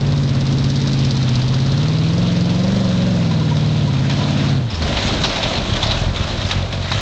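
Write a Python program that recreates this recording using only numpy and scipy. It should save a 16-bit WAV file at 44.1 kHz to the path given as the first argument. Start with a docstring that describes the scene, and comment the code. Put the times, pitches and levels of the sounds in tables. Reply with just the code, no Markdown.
"""In a grassy field an old V8 pickup revs past a microphone, then lifts off the throttle and idles on.
Eight uneven firings ring the exhaust modes; each puffs out gas noise and spits through a leak.
Off the throttle a sine at the firing rate booms; burbles swell out of the exhaust.
Flickering noise bands make the rush of grass and air; noise bursts make snapping stalks and clanking
panels; short tones make a squeaking spring, and low noise the drumming tyres."""
import sys
import numpy as np
from scipy import signal
from scipy.io import wavfile
from scipy.ndimage import uniform_filter1d

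SR = 44100
rng = np.random.default_rng(int(sys.argv[2]) if len(sys.argv) > 2 else 0)


def to_wav(s):
    """Save 16-bit WAV."""
    ch = np.atleast_2d(s).T  # columns
    pcm = np.round(np.clip(ch, -1, 1) * 32767)  # PCM
    wavfile.write(sys.argv[1], SR, pcm.astype(np.int16))


N = 309132
TIME = np.arange(N) / SR


def undb(db):
    """Decibel law: amplitude gain of a level in dB."""
    return 10 ** (np.asarray(db) / 20)


def unit(x):
    """Power normalization: scale to rms 1."""
    return x / np.sqrt(np.mean(x ** 2))


def curve(table):
    """Linear interpolation of (seconds, value) rows over the whole scene."""
    return np.interp(TIME, *np.transpose(table))


def ring(x, hz, width_hz):
    """Resonance: one damped mode with gain 1 at its centre."""
    return signal.lfilter(*signal.iirpeak(hz, hz / width_hz, fs=SR), x)


def ring_twice(x, hz, width_hz):
    """Cascaded resonance: two equal modes in series give steeper skirts."""
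    return ring(ring(x, hz, width_hz), hz, width_hz)


def walk(rate):
    """Slow modulation: random levels held 1 / rate s and smoothed twice, scaled to a spread near 1."""
    hold = int(SR / rate)
    steps = np.repeat(rng.standard_normal(N // hold + 1), hold)
    smooth = uniform_filter1d(uniform_filter1d(steps, hold), hold)
    return unit(smooth[:N])


def clicks(times, sizes):
    """Impulsive excitation: each impulse is shared between its two nearest samples."""
    place = np.clip(times * SR, 0, N - 2)
    whole, out = place.astype(int), np.zeros(N)
    np.add.at(out, whole, sizes * (1 - place + whole))
    np.add.at(out, whole + 1, sizes * (place - whole))
    return out


def fade(x, t60):
    """Exponential decay: every impulse rises at once and falls 60 dB in t60 seconds."""
    return signal.lfilter([1], [1, -np.exp(-np.log(1000) / (t60 * SR))], x)


# When the truck stands side-on, three-quarter and nose-on. 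Each entry: time in seconds.
STANCES_S = (1.7, 2.75, 4.0)


def per_firing(patterns, index, times):
    """Directivity: each cylinder's value passes from stance to stance as the truck turns."""
    each = np.array([np.interp(times, STANCES_S, c) for c in np.transpose(patterns)])
    return each[index % 8, np.arange(len(index))]


# Engine speed. Each row: time in seconds, firings per second.
ENGINE_SPEED = [(0.0, 140.1), (0.12, 145.1), (0.37, 135.2), (0.79, 138.9), (1.16, 134.1), (1.35, 124.5),
                (1.72, 138.0), (1.87, 154.2), (2.08, 160.9), (2.19, 175.2), (2.52, 173.3), (2.75, 196.7),
                (2.98, 176.1), (3.08, 185.6), (3.27, 163.4), (3.54, 149.0), (3.74, 152.6), (3.99, 132.9),
                (4.22, 144.9), (4.53, 139.5), (4.62, 126.8), (4.76, 83.7), (5.1, 49.9), (5.44, 36.2),
                (5.84, 34.0), (6.04, 43.5), (7.01, 46.8)]
# Strength of the firings. Each row is one stance; its columns are the eight cylinders' levels in dB,
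# in firing order.
STRENGTH_DB = [(1, 1.2, -1, -0.97, 2.3, -6, 0.88, 1.4), (4.4, 1.2, 0.4, -1.5, 0.66, -4, 1.9, 3),
               (1.8, 2.2, -2, 0, 2, -5.5, 1.3, 0)]
# Lateness while the engine pulls. Each row is one stance; its columns are the eight cylinders' delays
# in firing intervals.
LATENESS = [(.32, -.13, .06, .28, -.29, .34, -.13, -.32), (.24, -.22, .01, .19, -.35, .27, -.19, -.39),
            (.21, -.03, -.07, .12, -.17, .14, -.07, -.28)]
# Manifold travel against the mean while the engine pulls. Each entry: one cylinder's delay in seconds.
MANIFOLD_S = [-.00222, .00072, -.00032, -.00274, .0015, -.00143, 0, .00133]
FIRST_FIRING = 4.17  # firing count at the start
IDLE_HZ, PULLING_HZ = 60, 125  # firings per second


def firings():
    """Quasi-periodic excitation: a pulse per firing, uneven in strength and timing."""
    hz = curve(ENGINE_SPEED)
    count = FIRST_FIRING + np.cumsum(hz) / SR
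    index = np.arange(int(count[0]) + 1, int(count[-1]))
    even_times = np.interp(index, count, TIME)
    firing_hz = np.interp(index, count, hz)
    strength_db = per_firing(STRENGTH_DB, index, even_times)
    late = per_firing(LATENESS, index, even_times)
    time_chance, level_chance = rng.standard_normal((2, len(index)))
    # the slower the engine turns, the less alike its firings are
    lope = np.clip(IDLE_HZ / firing_hz, 0, 1) ** 3
    # the gallop of the manifold shows only while the engine pulls
    pull = np.clip(firing_hz / PULLING_HZ, 0, 1) ** 4
    uneven = index + pull * late + (0.01 + 0.07 * lope) * time_chance
    times = np.interp(uneven, count, TIME) + pull * MANIFOLD_S_AT(index)
    pulses = clicks(times, undb(strength_db + (0.4 + 2 * lope) * level_chance))
    return hz, count, index, times, pulses


def MANIFOLD_S_AT(index):
    """Propagation delay: the manifold travel of each firing's own cylinder."""
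    return np.array(MANIFOLD_S)[index % 8]


# Exhaust pipe modes. Each row: centre in Hz, width in Hz, relative level in dB, polarity.
PIPE_MODES = [(41.5, 21.1, -10.3, -1), (97.5, 53.4, -2.7, 1), (117.1, 45.2, 0.0, -1),
              (217.5, 37.2, -5.6, 1), (213.9, 21.9, -7.5, -1), (295.9, 21.9, -27.0, -1),
              (322.4, 27.6, -29.4, -1), (365.4, 142.5, -36.0, -1)]
# Gain of the upper pipe modes as the truck turns. Each row: time in seconds, gain in dB.
BARK = [(0, 0), (.9, 3), (1.7, -0.5), (2.3, 2.5), (2.75, 1.5), (3.2, 2), (3.8, 0), (4.4, 6.5), (4.7, -2.5),
        (5.2, 2.5), (5.8, -2), (7.01, -5.5)]
BARK_FROM_HZ = 200
# Drum of the idling tailpipe. The entries: centre in Hz, width in Hz, relative level in dB.
TAILPIPE = (90, 14, -5)


def exhaust_pipe(pulses, hz):
    """Modal superposition: the firings ring all pipe modes, levelled to a steady loudness."""
    bark = undb(curve(BARK))
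    pipe = bark * undb(-35) * ring_twice(pulses, 486, 160)
    for f, width, db, sign in PIPE_MODES:
        gain = bark if f > BARK_FROM_HZ else 1
        pipe = pipe + gain * sign * undb(db) * ring(pulses, f, width)
    idling = np.clip(1 - hz / IDLE_HZ, 0, 1) ** 0.5
    drum_hz, drum_width, drum_db = TAILPIPE
    pipe = pipe + idling * undb(drum_db) * ring(pulses, drum_hz, drum_width)
    # loudness must not depend on which mode the firing rate passes through
    power = uniform_filter1d(pipe ** 2, size=SR // 4)
    return pipe / np.sqrt(power + 1e-12)


# Level of the exhaust: nearly steady until 4.6 s, then low at idle. Each row: time in seconds, level in dB.
EXHAUST = [(0, -15.5), (2.21, -14.5), (3.01, -15), (3.78, -14.5), (4.27, -16.5), (4.58, -14), (4.66, -20),
           (4.71, -37), (5.4, -33.5), (7.01, -21)]
# Uneven idle swells. Each row: start in seconds, length in seconds, level in dB.
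BURBLES = [(4.727, 0.021, -18.5), (4.771, 0.18, -24.5), (5.005, 0.11, -20.5), (5.19, 0.05, -23),
           (5.561, 0.052, -20.5), (5.69, 0.068, -18.5), (5.83, 0.039, -19.5), (5.889, 0.092, -19.5),
           (5.995, 0.044, -18.5), (6.058, 0.073, -16), (6.2, 0.026, -16), (6.35, 0.056, -19.5),
           (6.44, 0.037, -18), (6.531, 0.064, -17), (6.596, 0.068, -20.5), (6.797, 0.056, -18.5),
           (6.89, 0.074, -19.5)]
BURBLE_EDGE_S = 0.02


def exhaust_gain():
    """Amplitude modulation: idle burbles swell out of the steady exhaust level."""
    gain = undb(curve(EXHAUST))
    for start, length, db in BURBLES:
        # each edge is centred on the start or end
        inside = np.minimum(TIME - start, start + length - TIME) / BURBLE_EDGE_S + 0.5
        gain = np.maximum(gain, undb(db) * np.clip(inside, 0, 1))
    return gain


# Mean level of the firing tone. Each row: time in seconds, level in dB.
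BOOM = [(4.55, -45), (4.68, -33), (4.8, -20), (4.95, -22), (5.1, -32), (5.3, -35), (5.6, -40), (6, -25),
        (6.4, -31.5), (7.01, -29)]


def tailpipe_boom(count):
    """Fundamental radiation: off the throttle the bare firing tone booms out of the tailpipe."""
    tone = np.sqrt(2) * np.sin(2 * np.pi * count)  # rms 1
    return undb(curve(BOOM) + 1.5 * walk(15)) * tone


# Colour of the gas roar. Each row: centre in Hz, width in Hz, relative level in dB.
ROAR_MODES = [(394, 86, -8), (579, 106, 2.5), (653, 42, -2), (930, 81, -12.5), (1356, 71, -12)]


def gas_roar(pulses):
    """Flow noise: turbulent gas, puffed out by each firing, excites broad resonances."""
    puffs = (1.3 + unit(fade(pulses, 0.033))) * rng.standard_normal(N)
    return unit(sum(undb(db) * ring(puffs, f, width) for f, width, db in ROAR_MODES))


# How hard each cylinder spits, in firing order. Each entry: relative level in dB.
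SPIT_DB = [-10, -14, -15, -13, -9, -12, 0, -8]
# The leak, heard best while the truck shows its side. Each row: time in seconds, level in dB.
LEAK = [(0, -42.5), (.4, -39.5), (.8, -34.5), (1.2, -36), (1.6, -38.5), (2, -42), (2.6, -41), (3.3, -46),
        (4.5, -47), (4.8, -52), (7, -40.5)]
LEAK_LEAD_S = 0.00409  # the leak speaks before the firing's pulse
SPIT_RISE_S, SPIT_T60_S = 0.008, 0.024
HEADER_AT_HZ, HEADER_POWER = 187.6, 3.26  # reference firings per second, growth with engine speed


def exhaust_leak(hz, index, times):
    """Jet noise and resonance: blows spit through a leak and ring its header pipe."""
    sizes = undb(np.array(SPIT_DB)[index % 8] + 1.2 * rng.standard_normal(len(index)))
    blows = clicks(times - LEAK_LEAD_S, sizes)
    spits = fade(fade(blows, SPIT_RISE_S), SPIT_T60_S) * rng.standard_normal(N)
    leak = unit(ring(ring(spits, 4880, 1800), 4200, 3300))
    # the header rings more the faster the engine turns
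    header_gain = undb(-34) * (hz / HEADER_AT_HZ) ** HEADER_POWER
    header = header_gain * unit(ring_twice(blows, 540, 68))
    return header + undb(curve(LEAK)) * leak


def engine(roar_db):
    """Source and filter: one train of firings drives the pipe, boom, gas roar and leak."""
    hz, count, index, times, pulses = firings()
    exhaust = exhaust_gain() * exhaust_pipe(pulses, hz)
    roar = undb(roar_db) * gas_roar(pulses)
    return exhaust + tailpipe_boom(count) + roar + exhaust_leak(hz, index, times)


# Stalks snapping and panels clanking. Each row: start in seconds, nominal peak in dB (twice the noise
# rms before shaping), centre in Hz, decay time by 60 dB in seconds.
CRACKS = [(1.534, -20.5, 2900, 0.025), (3.566, -17, 3600, 0.03), (4.0964, -11, 3570, 0.026),
          (4.7006, -23.5, 5170, 0.092), (4.743, -23.5, 5230, 0.13), (4.821, -16, 4360, 0.05),
          (4.9705, -13, 2980, 0.038), (5.071, -14, 3600, 0.05), (5.2367, -3, 3720, 0.017),
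          (5.323, -18, 3930, 0.044), (5.3586, -12, 3740, 0.032), (5.429, -10, 3400, 0.038),
          (5.4943, -19, 2910, 0.031), (5.5537, -12, 3530, 0.025), (5.8282, -9, 3430, 0.037),
          (5.911, -12.5, 3700, 0.05), (6.1603, -14, 3480, 0.086), (6.208, -22, 3270, 0.042),
          (6.4124, -20, 3420, 0.058), (6.4507, -20, 3370, 0.05), (6.488, -21, 4070, 0.053),
          (6.511, -6.5, 3960, 0.019), (6.726, -13.5, 3380, 0.022), (6.8227, -24, 4340, 0.05),
          (6.9168, -5, 3770, 0.015)]


def cracks():
    """Transient radiation: a short noise burst around its own centre, over a duller knock."""
    out, span = np.zeros(N + SR), TIME[:SR // 5]
    for start, peak_db, hz, t60 in CRACKS:
        noise = rng.standard_normal(len(span))
        burst = unit(ring(noise, hz, 270))
        burst = burst + 0.067 * unit(ring(noise, 2000, 3300)) + 0.088 * unit(ring(noise, 440, 300))
        shape = (1 - np.exp(-span / 0.0026)) * undb(-60 * span / max(t60, 0.005))
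        out[int(start * SR):][:len(span)] += undb(peak_db) / 2 * shape * burst
    return out[:N]


def swish():
    """Exponential decay: gain of the grass swish that each crack drags behind it."""
    crack_s, crack_db = np.transpose(CRACKS)[:2]
    return fade(clicks(crack_s, undb(crack_db - 14)), 0.09)


# Spring squeaks over bumps. Each row: start in seconds, peak level in dB, pitch in Hz.
SQUEAKS = [(3.306, -25.5, 1003), (3.406, -28.5, 1007), (3.511, -23, 956), (3.873, -27, 980),
           (4.205, -26, 998)]


def squeaks():
    """Friction tone: a dry spring gives short sines with soft, bell-shaped edges."""
    out = np.zeros(N)
    for start, peak_db, hz in SQUEAKS:
        shape = np.exp(-((TIME - start - 0.012) / 0.01) ** 2)  # peaks 12 ms after the start
        out += undb(peak_db) * shape * np.sin(2 * np.pi * hz * TIME)
    return out


def snaps():
    """Shot noise: scattered small snaps, most faint and a few strong, as an envelope of rms 1."""
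    when, size = rng.random((2, 700))
    hits = clicks(when * N / SR, undb(-3.0 * np.log(size + 0.011)))
    return unit(fade(fade(hits, 0.0054), 0.032))


# Colour of the rushing before the microphone. Each row: frequency in Hz, relative level in dB per Hz.
RUSH_COLOUR = [(410, -30), (700, -1.5), (909, -0.5), (1060, -1), (1870, -6.5), (2100, -3.5), (2480, -4),
               (3530, -2.5), (6830, -15.5), (8500, -69), (11000, -69), (18700, -120)]


def rushing(gain):
    """Band-filtered noise: grass on tyres and body in third-octaves that flutter together and alone."""
    out, gust, (hz, db) = 0, walk(6.0), np.transpose(RUSH_COLOUR)
    shared = 0.77 + 0.23 * snaps()
    for f in 800 * 2 ** np.arange(0, 3.5, 1 / 3):
        band = unit(ring_twice(rng.standard_normal(N), f, f / 3))
        # a band's power grows with its width, hence with f
        colour_db = np.interp(np.log(f), np.log(hz), db) + 10 * np.log10(f)
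        flutter_db = 0.25 * gust + 1.64 * walk(20)
        out = out + undb(colour_db + flutter_db) * band * (shared + 0.29 * snaps())
    return gain * unit(out)


# Tyres on the ground. Each row: time in seconds, mean level of the 170 Hz part in dB.
RUMBLE = [(0, -29), (2, -34.5), (4.55, -35), (4.68, -36.5), (4.85, -26), (5.1, -26.5), (5.5, -27),
          (5.9, -31.5), (6.3, -31.5), (6.7, -37.5), (7.01, -34)]


def rumble():
    """Low-frequency random excitation: tyres drum on the soft ground in two bands of noise."""
    high, low = rng.standard_normal((2, N))
    drum = unit(ring_twice(high, 170, 220)) + 1.28 * unit(ring(low, 60, 87))
    return undb(curve(RUMBLE) + 1.5 * walk(12)) * drum


# Noise of the truck. Each row: time in seconds, gas roar in dB, rushing of grass and air in dB.
TRUCK_NOISE = [(0, -43, -38.5), (.3, -42, -36.5), (1.46, -38.5, -34), (3.0, -33.5, -33.5),
               (3.4, -35.5, -35.5), (4.05, -35, -32.5), (4.2, -29.5, -29), (4.51, -29, -29),
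               (4.65, -39.5, -41.5), (4.74, -40, -34.5), (4.86, -24.5, -27.5), (5.1, -26.5, -25.5),
               (5.56, -22, -27), (5.63, -26.5, -29), (5.98, -25.5, -25), (6.12, -29, -35), (6.2, -29, -29),
               (6.5, -29, -29.5), (6.6, -29, -32.5), (6.74, -27.5, -35.5), (6.89, -34, -29.5),
               (7.01, -26, -26.5)]


def scene():
    """Superposition: all sources add at one microphone across open grass."""
    seconds, *columns = np.transpose(TRUCK_NOISE)
    roar_db, rush_db = (np.interp(TIME, seconds, c) for c in columns)
    grass = rushing(undb(rush_db) + swish())
    return (engine(roar_db) + cracks() + squeaks() + grass + rumble())[None]


# Treble resonance of the microphone. The entries: centre in Hz, width in Hz, level in dB.
MIC_PEAK = (3810, 660, 0.0)
TOP_HZ = 8650


def record(dry):
    """Transducer response: bass loss, a treble resonance, soft saturation and a steep roll-off."""
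    x = signal.sosfilt(signal.butter(2, 22, "high", fs=SR, output="sos"), dry)
    peak_hz, peak_width, peak_db = MIC_PEAK
    x = x + undb(peak_db) * ring(x, peak_hz, peak_width)
    rounded = np.tanh(0.79 * x) / 0.79
    x = signal.sosfilt(signal.butter(6, 7400, fs=SR, output="sos"), rounded)
    return signal.sosfilt(signal.ellip(10, 0.5, 70, TOP_HZ, fs=SR, output="sos"), x)


dry = scene()
out = record(dry)
to_wav(out)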